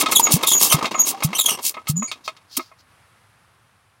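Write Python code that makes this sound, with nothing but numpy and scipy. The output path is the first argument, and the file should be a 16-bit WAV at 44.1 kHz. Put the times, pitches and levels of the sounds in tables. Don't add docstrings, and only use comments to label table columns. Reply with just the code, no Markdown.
import sys
import numpy as np
from scipy import signal
from scipy.fft import rfft, irfft
from scipy.io import wavfile
from scipy.ndimage import uniform_filter1d

SR = 44100
rng = np.random.default_rng(int(sys.argv[2]) if len(sys.argv) > 2 else 0)


def inscribe(sig):
    pcm = np.round(np.clip(np.atleast_2d(sig).T, -1, 1) * 32767)
    wavfile.write(sys.argv[1], SR, pcm.astype(np.int16))


N = 176400
T = np.arange(N) / SR

# (time [s], level [dB])
RATTLE_LEVEL = [(0, -25.5), (.9, -30), (1.12, -35.5), (1.3, -39), (1.52, -32.5), (1.8, -54), (2.05, -49.5),
                (2.25, -55), (2.7, -72.5)]
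# (frequency [Hz], level [dB])
RATTLE_TONE = [(270, -1.5), (600, -8.5), (1150, -1.5), (1500, -18.5), (2200, -13), (6000, -20),
               (15000, -38)]
# (peak time [s], rise [s], fall [s], level [dB])
AIR_RUSHES = [(0.012, 0.018, 0.013, -14.5), (0.12, 0.006, 0.018, -15), (0.196, 0.002, 0.013, -11.5),
              (0.328, 0.014, 0.029, -12.5), (0.434, .005, 0.014, -22), (.475, 0.005, 0.055, -17.5),
              (.63, 0.029, 0.056, -13), (0.733, 0.011, 0.017, -13.5), (1.085, .022, 0.026, -17),
              (1.236, 0.0025, 0.02, -18.5), (1.517, 0.087, 0.025, -28.5), (1.667, 0.029, 0.03, -17.5),
              (1.891, 0.0083, 0.019, -20.5), (2.571, 0.003, 0.0099, -16.5)]
# (frequency [Hz], level [dB])
AIR_TONE = [(1600, -29.5), (2600, -12), (6000, -7), (10000, -5.5), (15500, -9.5)]
# (time [s], relative level [dB], extra level for the clink [dB])
KNOCKS = [(.010, -15.5, 1.5), (0.059, -14, 1), (0.12, -14.5, 0), (0.269, -12, -16), (0.432, -15, 2.5),
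          (0.722, -8.5, -2), (0.809, -18, -28), (0.844, -11, -18.5), (0.855, -33, 18), (0.943, -11, -26),
          (0.983, -30, -5), (1.223, -13, -10), (1.33, -15.5, -10), (1.387, -19.5, 1.5), (1.486, -15.5, -10),
          (1.741, -28, -5.5), (1.768, -18.5, -40), (1.87, -23.5, 0.5), (2.022, -18, -39),
          (2.114, -27.5, 12), (2.277, -19, -1.5), (2.365, -46.5, 7), (2.572, -24.5, -14), (2.593, -22, -19),
          (2.715, -38, -36.5)]
# (frequency [Hz], level [dB])
BODY_TONE = [(290, -7.5), (620, -2.5), (1200, 4), (1550, -13.5), (2100, 1), (6000, -42.5)]
# (frequency [Hz], level [dB])
CLINK_TONE = [(2100, -5), (3500, 2.5), (5500, -4), (15000, -27)]
# (frequency [Hz], relative level [dB])
CASING_NOTES = [(640, -3.5), (1080, -7), (1276, 5), (2140, -10.5), (2490, 0.5), (3660, -4), (4280, -7.5)]
# (peak time [s], rise [s], fall [s], pitch [Hz],
# relative level [dB])
SQUEALS = [(.163, 0.0084, 0.02, 3570, -10), (.477, 0.0074, 0.034, 3613, -15),
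           (.53, 0.022, .014, 3525, -17.5), (.712, 0.01, 0.019, 3080, -16.5),
           (1.358, 0.011, 0.021, 2930, -24.5), (1.4, 0.017, 0.033, 3704, -16),
           (1.461, 0.0038, 0.012, 3285, -16.5), (1.505, 0.034, 0.037, 3020, -21),
           (2.087, 0.011, 0.018, 2310, -36.5)]
# (time [s], pitch [Hz], level [dB], fade time [s])
POPS_AND_CLUNK = [(0.1949, 926, -6, 0.0054), (1.138, 784, -26, 0.021), (2.575, 262, -23, .012),
                  (2.587, 347, -25.5, 0.0086)]
# (peak time [s], rise [s], fall [s], pitch [Hz], relative level [dB])
SQUEAKS = [(.238, 0.015, 0.041, 6810, -15), (.552, 0.028, 0.056, 6780, -13),
           (.964, .014, 0.0085, 6790, -23), (1.005, 0.017, 0.035, 6710, -13.5),
           (1.973, 0.0095, 0.037, 6960, -22), (2.037, 0.018, 0.031, 6810, -24)]
# (time [s], level [dB], time the note takes to rise [s], level of the held note [dB])
THUMPS = [(0.337, -7, 0.038, -22), (0.741, -8, 0.13, -58), (1.245, -8.5, 0.086, -26.5),
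          (1.894, -10.5, 0.15, -23.5)]
# (peak time [s], rise [s], fall [s], level [dB])
SCRAPES = [(2.256, 0.011, 0.02, -37), (2.54, 0.029, 0.098, -41.5), (2.803, 0.017, 0.018, -56.5)]
# (frequency [Hz], level [dB])
SCRAPE_TONE = [(2500, -14), (4800, 2), (8000, -16), (15000, -20)]
# (frequency [Hz], level [dB])
BACKGROUND_TONE = [(105, 0), (300, -21), (1250, -10), (7000, -30), (10000, -24.5), (15000, -40)]
# (time [s], level [dB])
BACKGROUND_LEVEL = [(2.86, -58.5), (2.92, -55), (4, -61)]


def gain(db):
    return 10 ** (np.asarray(db) / 20)


def unit(x):
    return x / np.sqrt(np.mean(x ** 2))


def noise():
    return rng.standard_normal(N)


def colour(x, tone):
    hz, db = np.array(tone).T
    freqs = np.maximum(np.arange(N // 2 + 1) * SR / N, 1)
    curve = gain(np.interp(np.log(freqs), np.log(hz), db))
    bass_cut = np.minimum(freqs / hz[0], 1) ** 2
    return unit(irfft(rfft(x) * curve * bass_cut, N))


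def wobble(per_s):
    width = max(int(SR / per_s), 1)
    return unit(uniform_filter1d(uniform_filter1d(noise(), width), width))


def flutter(db, per_s):
    return gain(db * np.tanh(wobble(per_s)))


def fader(levels):
    return gain(np.interp(T, *np.array(levels).T))


def strike(start, attack, decay):
    age = T - start
    return np.clip(age / attack, 0, 1) * np.exp(-np.maximum(age - attack, 0) / decay)


def swell(peak, rise, fall):
    return np.exp(-((T - peak) / np.where(T < peak, rise, fall)) ** 2)


def clatter(per_s, decay_s):
    hits = (rng.random(N) < per_s / SR) * rng.exponential(size=N) ** 1.5
    power = np.abs(signal.fftconvolve(hits, np.exp(-T / decay_s))[:N])
    return unit(noise() * np.sqrt(power))


def whistle(table, harmonics_db, sag_per_s, wander, jitter, fray, brighten):
    waver = 1 + wander * wobble(90) + jitter * wobble(900)
    sputter = unit(flutter(5.5, 220) * flutter(3, 1400))
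    slips = [fray * k * wobble(900) for k in range(len(harmonics_db))]
    out = 0
    for peak, rise, fall, hz, db in table:
        pitch = hz * waver * (1 - sag_per_s * (T - peak))
        phase = 2 * np.pi * np.cumsum(pitch) / SR
        size = np.sqrt(2) * gain(db) * swell(peak, rise, fall)
        for k, harmonic_db in enumerate(harmonics_db):
            out += gain(harmonic_db) * size ** (1 + brighten * k) * np.sin((k + 1) * phase + slips[k])
    return out * sputter


def rattle():
    return colour(clatter(per_s=210, decay_s=0.0052), RATTLE_TONE) * fader(RATTLE_LEVEL)


def air(tail_db=-28, tail_s=0.017):
    power = 0
    for peak, rise, fall, db in AIR_RUSHES:
        tail = gain(tail_db) * strike(peak, fall, tail_s)
        power += (gain(db) * (swell(peak, rise, fall) + tail)) ** 2
    spitting = clatter(per_s=700, decay_s=0.0007)
    return np.sqrt(power) * colour(noise() + 0.9 * spitting, AIR_TONE)


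def knocks(body_db=-11.5, clink_db=-9, grain_db=2, tail_db=-22, attack_s=0.0013):
    body, clink = 0, 0
    for start, db, extra_db in KNOCKS:
        fade = strike(start, attack_s, decay=0.011) + gain(tail_db) * strike(start, attack_s, decay=0.013)
        body += gain(db + body_db) * fade
        clink += gain(db + clink_db + extra_db) * fade
    chatter = noise() * gain(grain_db * wobble(900))
    return body * colour(chatter, BODY_TONE) + clink * colour(chatter, CLINK_TONE)


def casing(blows, ring_s=0.065, ring_db=-7):
    notes = sum(gain(db) * np.cos(2 * np.pi * hz * T) for hz, db in CASING_NOTES)
    ring = notes * gain(-60 * T / ring_s)
    return blows + gain(ring_db) * signal.fftconvolve(blows, ring / np.linalg.norm(ring))[:N]


def echo(x, delay_s=0.00184, share=0.45, above_hz=1700):
    treble = signal.sosfiltfilt(signal.butter(2, above_hz, "high", fs=SR, output="sos"), x)
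    return x + share * np.interp(T - delay_s, T, treble)


def squeals():
    return whistle(SQUEALS, harmonics_db=[-3, -3.5, -4, -7.5], sag_per_s=1.4,
                   wander=0.02, jitter=0.042, fray=0.55, brighten=0)


def pops_and_clunk(attack_s=0.0045):
    return sum(gain(db) * strike(start, attack_s, decay) * np.sin(2 * np.pi * hz * (T - start))
               for start, hz, db, decay in POPS_AND_CLUNK)


def squeaks():
    return whistle(SQUEAKS, harmonics_db=[0, 4], sag_per_s=0.29,
                   wander=0.004, jitter=0.006, fray=0.6, brighten=1.5)


def thumps(pipe_hz=146, rise_octaves=0.8):
    out, unsteady = 0, flutter(4, 110)
    for start, db, rise, held_db in THUMPS:
        stroke = np.clip((T - start) / rise, 0, 1)
        hz = pipe_hz * 2 ** (rise_octaves * stroke ** 1.7)
        note = np.sin(2 * np.pi * np.cumsum(hz * (T > start)) / SR)
        boom = gain(db) * strike(start, attack=0.0047, decay=0.01)
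        held = gain(held_db) * np.sqrt(np.abs(np.sin(np.pi * stroke))) * unsteady
        out += (boom + held) * note
    return out


def scrapes():
    strokes = sum(gain(db) * swell(peak, rise, fall) for peak, rise, fall, db in SCRAPES)
    return strokes * colour(noise(), SCRAPE_TONE) * flutter(2.7, 247)


def background():
    return colour(noise(), BACKGROUND_TONE) * fader(BACKGROUND_LEVEL)


def scene():
    noisy_parts = rattle() + air() + casing(knocks()) + squeals() + scrapes()
    return (echo(noisy_parts) + pops_and_clunk() + squeaks() + thumps() + background())[None]


def record(dry, bottom_hz=45, top_hz=15900):
    bass_cut = signal.butter(2, bottom_hz, "high", fs=SR, output="sos")
    top_cut = signal.ellip(10, 0.2, 70, top_hz, fs=SR, output="sos")
    clipped = np.clip(signal.sosfilt(bass_cut, dry), -1, 1)
    return signal.sosfilt(top_cut, clipped)


dry = scene()
out = record(dry)
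inscribe(out)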